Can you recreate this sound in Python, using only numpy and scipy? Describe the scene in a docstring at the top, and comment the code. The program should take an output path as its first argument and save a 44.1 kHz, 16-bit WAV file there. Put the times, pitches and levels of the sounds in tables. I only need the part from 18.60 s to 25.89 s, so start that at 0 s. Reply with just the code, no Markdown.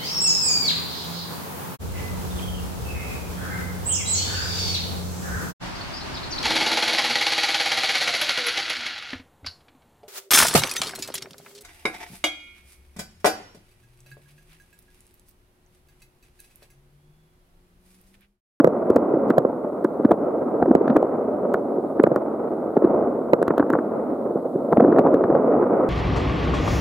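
"""Outdoors at night, far from a fireworks display, heard through a small stereo camera.
Each burst is a dull thud: a short low pulse with a deeper thump and a thin knock and snap, smeared by scatter.
Random small pops over noise, standing for their echoes, blend into a rumble that swells near the end.
Thin treble ticks ride on loud bangs. The loudest bangs meet a soft ceiling; the recorder's own hiss
sinks after them and creeps back."""
import sys
import numpy as np
from scipy import signal
from scipy.fft import rfft, irfft, next_fast_len
from scipy.io import wavfile
from scipy.ndimage import map_coordinates

SR = 44100
rng = np.random.default_rng(int(sys.argv[2]) if len(sys.argv) > 2 else 0)


def wrap_up_sound(samples):
    """Save the sound to the file named by the first command line argument, as 16-bit audio."""
    columns = np.atleast_2d(samples).T
    # keep every value between -1 and 1, then stretch to whole-number steps
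    tamed = np.clip(columns, -1, 1)
    steps = np.round(tamed * 32767).astype(np.int16)
    wavfile.write(sys.argv[1], SR, steps)


N = 321472  # samples in the scene


def amp(db):
    """Decibel law: an amplitude ratio from a level in dB."""
    return 10 ** (np.asarray(db) / 20)


def unit(x):
    """Power normalisation: scale to an rms of 1."""
    return x / np.sqrt(np.mean(x ** 2) + 1e-20)


def along(points, hz):
    """Logarithmic pitch scale: interpolate (Hz, value) points along log frequency."""
    point_hz, values = np.transpose(points)
    return np.interp(np.log(hz + 1), np.log(point_hz + 1), values)


def curves(rows):
    """Envelope interpolation: one value per sample for each column after the time."""
    seconds, *columns = np.transpose(rows)
    return [np.interp(np.arange(N) / SR, seconds, column) for column in columns]


def wobble(rate):
    """Band-limited fluctuation: a smooth random curve with `rate` knots a second."""
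    knots = rng.standard_normal(int(N * rate / SR) + 4)
    return map_coordinates(knots, [np.arange(N) * rate / SR])


def filtered(x, response):
    """Linear filtering: multiply the spectrum by a response of frequency."""
    length = next_fast_len(N + SR // 2)  # spare room keeps tails from wrapping round
    spectrum = rfft(x, length) * response(np.fft.rfftfreq(length, 1 / SR))
    return irfft(spectrum, length)[..., :N]


# Correlation of left and right. Each row: frequency in Hz, likeness (1 = identical, no unit).
LIKENESS = [(40, .9), (125, 1), (250, 0.97), (550, 0.89), (900, 0.79), (1600, .75), (2700, 0.21),
            (8000, 0.26)]


def spread(pair, spectrum):
    """Interchannel coherence: colour two signals as mid and side, giving a stereo pair of rms 1."""
    def mid_side_gains(hz):
        angle = np.arccos(np.clip(along(LIKENESS, hz), -1, 1)) / 2
        return amp(along(spectrum, hz)) * [np.cos(angle), np.sin(angle)]

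    mid, side = filtered(pair, mid_side_gains)
    return unit(np.array([mid + side, mid - side]))


def pulse(t, hz, width, front):
    """Damped oscillation: swings under a bell centred on t = 0; front < 1 steepens the rise; the pitch sags."""
    u = t / width
    bell = np.exp(-(u / np.where(u < 0, front, 1)) ** 2 / 2)
    return bell * np.cos(2 * np.pi * hz * t * (1 - .06 * np.tanh(u)))


THUMP_DB, THUMP_HZ = -15, 170  # level against the thud
KNOCK_HZ, KNOCK_AFTER_MS = 1080, 0.65  # the knock and snap follow the peak
SNAP_HZ = 2700
GROUND_HZ = 70  # the ground echo cancels the lowest bass

# The single bursts. Each row: time of the peak in seconds, peak level in dB before shadow and bass loss,
# thud pitch in Hz, thud length in ms (two bell widths), knock level in dB (rms of a steady tone) and
# snap peak level in dB (both against the thud, before shadow), lag of left behind right in ms.
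BURSTS = [(.003, -2.5, 295, 12, -7, -39, 0.019), (.0455, 4.5, 417, 2.3, -13, -40, .25),
          (0.0749, -1, 463, 2.3, -20.5, -36, .2), (.304, 2.5, 307, 2.3, -22.5, -39.5, 0.032),
          (0.3619, -5.5, 343, 4.2, -22.5, -39, 0.03), (0.3655, 2, 500, 1.2, -24.5, -35.5, 0.012),
          (0.5408, -7.5, 390, 3.5, -27, -61, 0.048), (0.5722, -8, 403, 2.5, -28, -50, 0),
          (.7052, -3.5, 304, 3.5, -18.5, -37, 0.016), (0.782, 2.5, 527, 3.3, -14.5, -28, .23),
          (0.8512, -2.5, 468, 2.1, -24, -55, .23), (1.2489, -4.5, 346, 2.8, -13, -38, 0.064),
          (1.45, -7.5, 445, 1.5, -14, -28, 0.021), (1.4541, 1.5, 239, 3.8, -27.5, -53, 0.067),
          (1.494, -13, 520, 4, -14.5, -50, 0.023), (1.511, -1.5, 330, 2.4, -16, -37, 0.096),
          (1.5171, 2, 404, 0.77, -33, -33.5, 0), (2.0268, 0.2, 384, 1.1, -19.5, -42.5, 0.038),
          (2.06, -8.5, 450, 2.1, -20, -63.5, 0), (2.0837, -6.5, 340, 5.6, -23, -64, 0.046),
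          (2.0954, -9, 279, 8, -31, -58, 0.023), (2.1107, 0.5, 273, 3.6, -44, -59, 0.072),
          (2.1147, -4.5, 407, 0.8, -32, -61, 0), (2.1524, 5.5, 405, 1.76, -34, -35, 0.28),
          (2.2136, -6.5, 407, 4.9, -25, -49.5, 0.23), (2.2797, -7, 465, 1.8, -12.5, -29, 0.025),
          (2.3013, -6, 259, 14, -15, -30, 0.026), (2.3632, -6.5, 326, 10, -6, -44, 0.086),
          (2.3674, 2.5, 434, 1.4, -19, -32, 0), (2.429, -3.2, 467, 1.1, -42, -35, 0.08),
          (2.9433, -4, 410, 1.4, -12.5, -32.5, 0.05), (3.1846, -9.5, 410, 3.2, -40, -63.5, 0.029),
          (3.399, -2, 272, 3.85, -11.5, -34, 0.029), (3.4015, -3, 270, 3, -29, -51, 0.085),
          (3.439, 5, 475, 2.9, -11.5, -47, .25), (3.467, -10.5, 322, 2.9, -8, -36, 0),
          (3.473, -1.2, 445, 1.1, -30, -49, 0.032), (3.5178, -4.5, 520, 2.8, -19, -42, .23),
          (3.5616, -5, 440, 1.3, -12.5, -38, 0.022), (4.1685, -2, 490, 1.17, -27, -37.5, 0.043),
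          (4.1728, -5, 320, 3.3, -21, -56, 0.091), (4.2237, -5, 380, 1.8, -25, -52, 0),
          (4.242, -5, 322, 2, -21.5, -55, 0), (4.248, 2, 320, 2, -23.5, -41.5, 0.043),
          (4.426, -9.5, 427, 1.7, -26, -52, 0.049), (4.7344, 4.5, 444, 2.4, -7.5, -44.5, 0.24),
          (4.7397, -10.5, 324, 1, -28, -33, 0), (4.817, -5, 460, 2.4, -24, -45, 0.26),
          (4.8283, -6.5, 440, 1.5, -11.5, -29, 0.0066), (4.8809, -2.9, 387, 1.2, -13.5, -27.5, 0.031),
          (4.9068, -6.5, 428, 2.1, -8.5, -47, 0.023), (4.9804, -2.5, 418, 0.57, -17.5, -27, 0.009),
          (4.9979, -2, 403, 1.8, -18, -39, 0), (5.0045, -8.5, 315, 5.9, -15, -46, 0.086),
          (5.005, -15, 410, 2.1, -3, -43, 0.022), (5.028, -5.5, 426, 0.7, -20, -52, 0),
          (5.066, -14, 470, 4.3, -18, -48, 0), (5.103, -6, 345, 2, -10.5, -33, 0.023),
          (5.1357, -4.5, 381, 3.8, -10, -42, 0), (5.154, -4, 450, 1, -16.5, -51, 0),
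          (5.1887, -8.5, 350, 2.5, -8.5, -52.5, 0.013), (5.3196, -12, 400, 1.4, -23, -57, 0.059),
          (5.7106, -13.5, 430, 2.5, -29, -58.5, 0.076), (5.7575, -9.5, 428, 3.3, -36, -58, 0.056),
          (5.9582, -8.5, 380, 5, -32, -54, 0.075), (6.127, -1.5, 450, 1.5, -19, -38, 0),
          (6.1315, -2.5, 488, 0.76, -34, -53, 0), (6.1724, 0, 440, 1.2, -21, -46, 0.024),
          (6.182, -2, 241, 5.3, -30, -52, 0.028), (6.1999, -6.5, 308, 2.9, -17.5, -61, 0.051),
          (6.206, -0.5, 554, 1.5, -19.5, -49, 0.038), (6.227, -5, 260, 5.8, -24, -52, 0),
          (6.241, -7, 310, 2.8, -14, -53, 0.015), (6.2484, -2, 366, 2.8, -22, -53, 0),
          (6.282, -3, 403, 1.4, -25, -56, 0.076), (6.2899, -5.5, 300, 3.6, -31, -53, 0.035),
          (6.3254, -3.5, 313, 4.9, -14, -37.5, 0), (6.363, -4, 440, 1.4, -13, -37, 0),
          (6.3858, -4.5, 333, 4.7, -8, -28, 0.036), (6.3929, 2.3, 420, 1.2, -25, -36, 0),
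          (6.4658, -4.5, 470, 0.88, -26, -41, 0), (6.4721, -1, 400, 1.1, -19, -44, 0),
          (6.5415, -6, 318, 3, -14, -51, 0.025), (6.5451, -0.5, 385, 2.2, -30, -36, 0.03),
          (6.6399, -4, 430, 1.3, -16.5, -37, 0.013), (6.7024, -2.5, 336, 1.9, -21, -40, 0),
          (6.727, -7.5, 503, 2.2, -21, -58, 0), (6.7521, 0.5, 419, 1.2, -20, -37.5, 0),
          (6.7648, -7.5, 518, 2.1, -31.5, -53, 0.054), (6.895, -12.5, 480, 21, -21, -56, 0.039),
          (6.9248, -15.5, 437, 1.6, -15, -49, 0), (6.965, -6.5, 407, 1.2, -23, -53, 0),
          (7.027, -9, 372, 3.3, -18.5, -54, 0), (7.0417, -10, 355, 1.1, -19, -44, 0),
          (7.1468, -22, 476, 1.8, -25, -41, 0.031), (7.2344, -9, 516, 5.7, -29, -35.5, 0)]


def bangs():
    """Superposition of pulses and multipath scattering: thud, thump, knock and snap blurred by scattered paths."""
    lead = SR // 50  # samples kept before each peak
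    t = (np.arange(3 * lead) - lead) / SR
    out = np.zeros((2, N + SR))
    scatter_noise = rng.standard_normal((len(BURSTS), len(t)))
    for row, noise in zip(BURSTS, scatter_noise):
        s, db, hz, ms, knock_db, snap_db, lag_ms = row
        # the far port hears it later and weaker, most of all in the treble
        at = t - np.array([[1], [-1]]) * lag_ms / 2000
        shadow_db = np.array([[-1], [1]]) * 3.5 * lag_ms
        near = abs(lag_ms) > .12  # the launchers at the side start abruptly
        front = .55 if near else .9

        thud = -pulse(at, hz, .5 * ms / 1000, front)
        thump = amp(THUMP_DB) * pulse(at, THUMP_HZ, 0.0052, 0.53)
        edge = at - KNOCK_AFTER_MS / 1000
        knock = -amp(knock_db + shadow_db) * np.sqrt(2) * pulse(edge, KNOCK_HZ, .0004, .9)
        snap = -amp(snap_db + 4 * shadow_db) * pulse(edge, SNAP_HZ, 0.00012, .9)

        # seconds for the scatter to fall 60 dB before and after the main path
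        smear = np.where(t < 0, .004 if near else .03, .035)
        scatter = amp(-27 - 60 * np.abs(t) / smear) * noise
        scatter[lead] = 1  # the main path
        wave = signal.fftconvolve(thud + thump + knock + snap, scatter[None], axes=1)
        wave = wave[:, lead:][:, :len(t)]
        out[:, round(s * SR):][:, :len(t)] += amp(db + shadow_db) * wave / np.abs(wave).max()
    return filtered(out[:, lead:][:, :N], lambda hz: (1j * hz / (GROUND_HZ + 1j * hz)) ** 2)


SIZZLE_DB, SIZZLE_GROWS = -23.5, 1.15  # against the average crackle; its swings in dB over the crackle's

# Spectra of the rumble, low to high. Each row: frequency in Hz, relative level in dB per Hz.
BODY = [(15, -50), (25, -26.5), (45, -21), (100, -16), (170, -9.5), (240, 0.5), (340, -1), (560, -1),
        (700, -6.5), (870, -16.5), (1300, -40), (2000, -120)]
CRACKLE = [(400, -120), (700, -9.5), (900, 3), (1300, 0.5), (1600, -14), (2000, -43.5), (3000, -120)]
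SIZZLE = [(1000, -120), (1500, -9), (1900, 9.5), (2300, 1), (3000, -11.5), (4500, -38), (7000, -120)]
# Envelope of the rumble. Each row: time in seconds, body level in dB, crackle level in dB, before the surge.
RUMBLE = [(0.0, -22.5, -38.5), (0.49, -21, -37.5), (1.28, -27, -44), (1.72, -20, -37.5),
          (2.05, -21.5, -41.5), (2.21, -21.5, -36.5), (2.39, -21.5, -37.5), (3.37, -25.5, -45),
          (3.55, -23.5, -40), (4.16, -27, -43.5), (4.32, -18.5, -36.5), (4.73, -26.5, -44),
          (5.07, -23.5, -39), (5.46, -24.5, -40), (5.95, -26, -47.5), (6.17, -22.5, -41.5),
          (6.31, -14, -32.5), (6.64, -20, -36.5), (6.96, -15.5, -31.5), (7.29, -20, -32)]


def barrage():
    """Shot noise in a diffuse field: one stream of random pops over a wash of echoes drives three colours."""
    body_db, crackle_db = curves(RUMBLE)
    average_db = crackle_db.mean()
    sizzle_db = average_db + SIZZLE_DB + SIZZLE_GROWS * (crackle_db - average_db)

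    fired = rng.random((2, N)) < 260 / SR  # 260 pops a second on average in each stream
    size_db = 4.6 * rng.exponential(size=(2, N)).clip(0, 3.5)
    pops = unit(-fired.astype(float) * amp(size_db))
    wash = rng.standard_normal((3, 2, N))
    surge_db = .6 * wobble(14) + 1.5 * wobble(70)

    body = amp(body_db + surge_db) * spread(0.43 * pops + wash[0], BODY)
    crackle = amp(crackle_db + surge_db) * spread(0.47 * pops + wash[1], CRACKLE)
    sizzle = amp(sizzle_db + surge_db) * spread(0.065 * pops + wash[2], SIZZLE)
    return (body + crackle + sizzle) * amp([[-.3], [.3]])  # slightly to the right


TICK_GAP_S, TICK_T60_S = .0022, 0.0028  # about one swing of the thud; time to fall 60 dB

# Thin treble ticks on loud bangs. Each row: start in seconds, then the starting levels in dB of the first
# and second tick, which scale the noise before its treble filter.
TICK_PAIRS = [(0.0445, -28.5, -32), (.0725, -40, -43), (.301, -44.5, -35.5), (.3612, -30, -38),
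              (0.3664, -45.5, -41), (0.702, -35.5, -35), (0.7812, -38.5, -26.5), (1.2446, -37, -40.5),
              (1.4501, -45.5, -58.5), (1.51, -40.5, -46.5), (1.5158, -38, -34.5), (2.1508, -35, -39.5),
              (2.2814, -44, -52.5), (2.365, -38.5, -34.5), (2.3667, -36, -48), (2.4268, -45.5, -54.5),
              (2.94, -32.5, -42.5), (3.4348, -35.5, -34), (3.4708, -44.5, -53.5), (3.5592, -37, -39),
              (4.2477, -43.5, -55), (4.7341, -32.5, -34), (4.826, -49, -35.5), (4.8798, -34, -42),
              (4.979, -42, -32.5), (5.1004, -49, -35), (5.1282, -45, -39), (6.1265, -43, -58.5),
              (6.2077, -43, -54.5), (6.387, -34.5, -46.5), (6.3922, -40.5, -42), (6.5412, -39, -41.5)]


def ticks():
    """Exponential decay of noise: each tick is a short spark of treble, and a second follows one swing later."""
    t = np.arange(SR // 100) / SR
    out = np.zeros((2, N + SR))
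    noises = rng.standard_normal((len(TICK_PAIRS), 2, 3, len(t)))
    for (s, *pair_db), noise in zip(TICK_PAIRS, noises):
        for k, db in enumerate(pair_db):
            shared, separate = noise[k, 0], noise[k, 1:]
            spark = amp(db - 60 * t / TICK_T60_S) * (shared + 0.34 * separate)
            out[:, round((s + k * TICK_GAP_S) * SR):][:, :len(t)] += spark
    # the bass is removed and the lower treble leans forward
    return filtered(out[:, :N], lambda hz: hz ** 2 / (hz ** 2 + 1800 ** 2) * (1 + 2500 / (hz + 1500)))


HISS_DB, DUCK_DB = -65, 4  # level at rest before the band limit; deepest drop
DUCK_FROM, RECOVER_S = 0.55, 0.65  # peak amplitude that starts the drop; time constant of its control

# Spectrum of the recorder's hiss. Each row: frequency in Hz, relative level in dB per Hz.
SELF_NOISE = [(2000, -120), (3000, -2.5), (3800, 4), (5800, -5.5), (8000, 1.5), (10000, 3), (12500, 1.5),
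              (15000, 1), (16500, -0.5)]


def hiss(loud):
    """Gain reduction with slow release: the recorder's own noise ducks after loud peaks and creeps back."""
    over = np.clip(np.abs(loud).max(axis=0) - DUCK_FROM, 0, None)
    keep = np.exp(-1 / (RECOVER_S * SR))
    pressure = signal.lfilter([1], [1, -keep], over) / 30  # leaky sum of the excess
    noise = spread(rng.standard_normal((2, N)), SELF_NOISE)
    return amp(HISS_DB - DUCK_DB * np.tanh(pressure)) * noise


def scene():
    """Superposition: single bursts over the rumble."""
    return bangs() + barrage()


MIC_LOW_HZ, TOP_HZ = 94.4, 15800  # corner of the bass roll-off; upper band limit
CEILING = .98  # amplitude


def record(dry):
    """Band limiting and saturation: bass roll-off, soft ceiling, ticks and hiss, then the upper limit."""
    thin = filtered(dry, lambda hz: (1j * hz / (MIC_LOW_HZ + 1j * hz)) ** 2)
    held = thin / (1 + np.abs(thin / CEILING) ** 5) ** (1 / 5)
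    return filtered(held + ticks() + hiss(held), lambda hz: hz < TOP_HZ)


dry = scene()
out = record(dry)
wrap_up_sound(out)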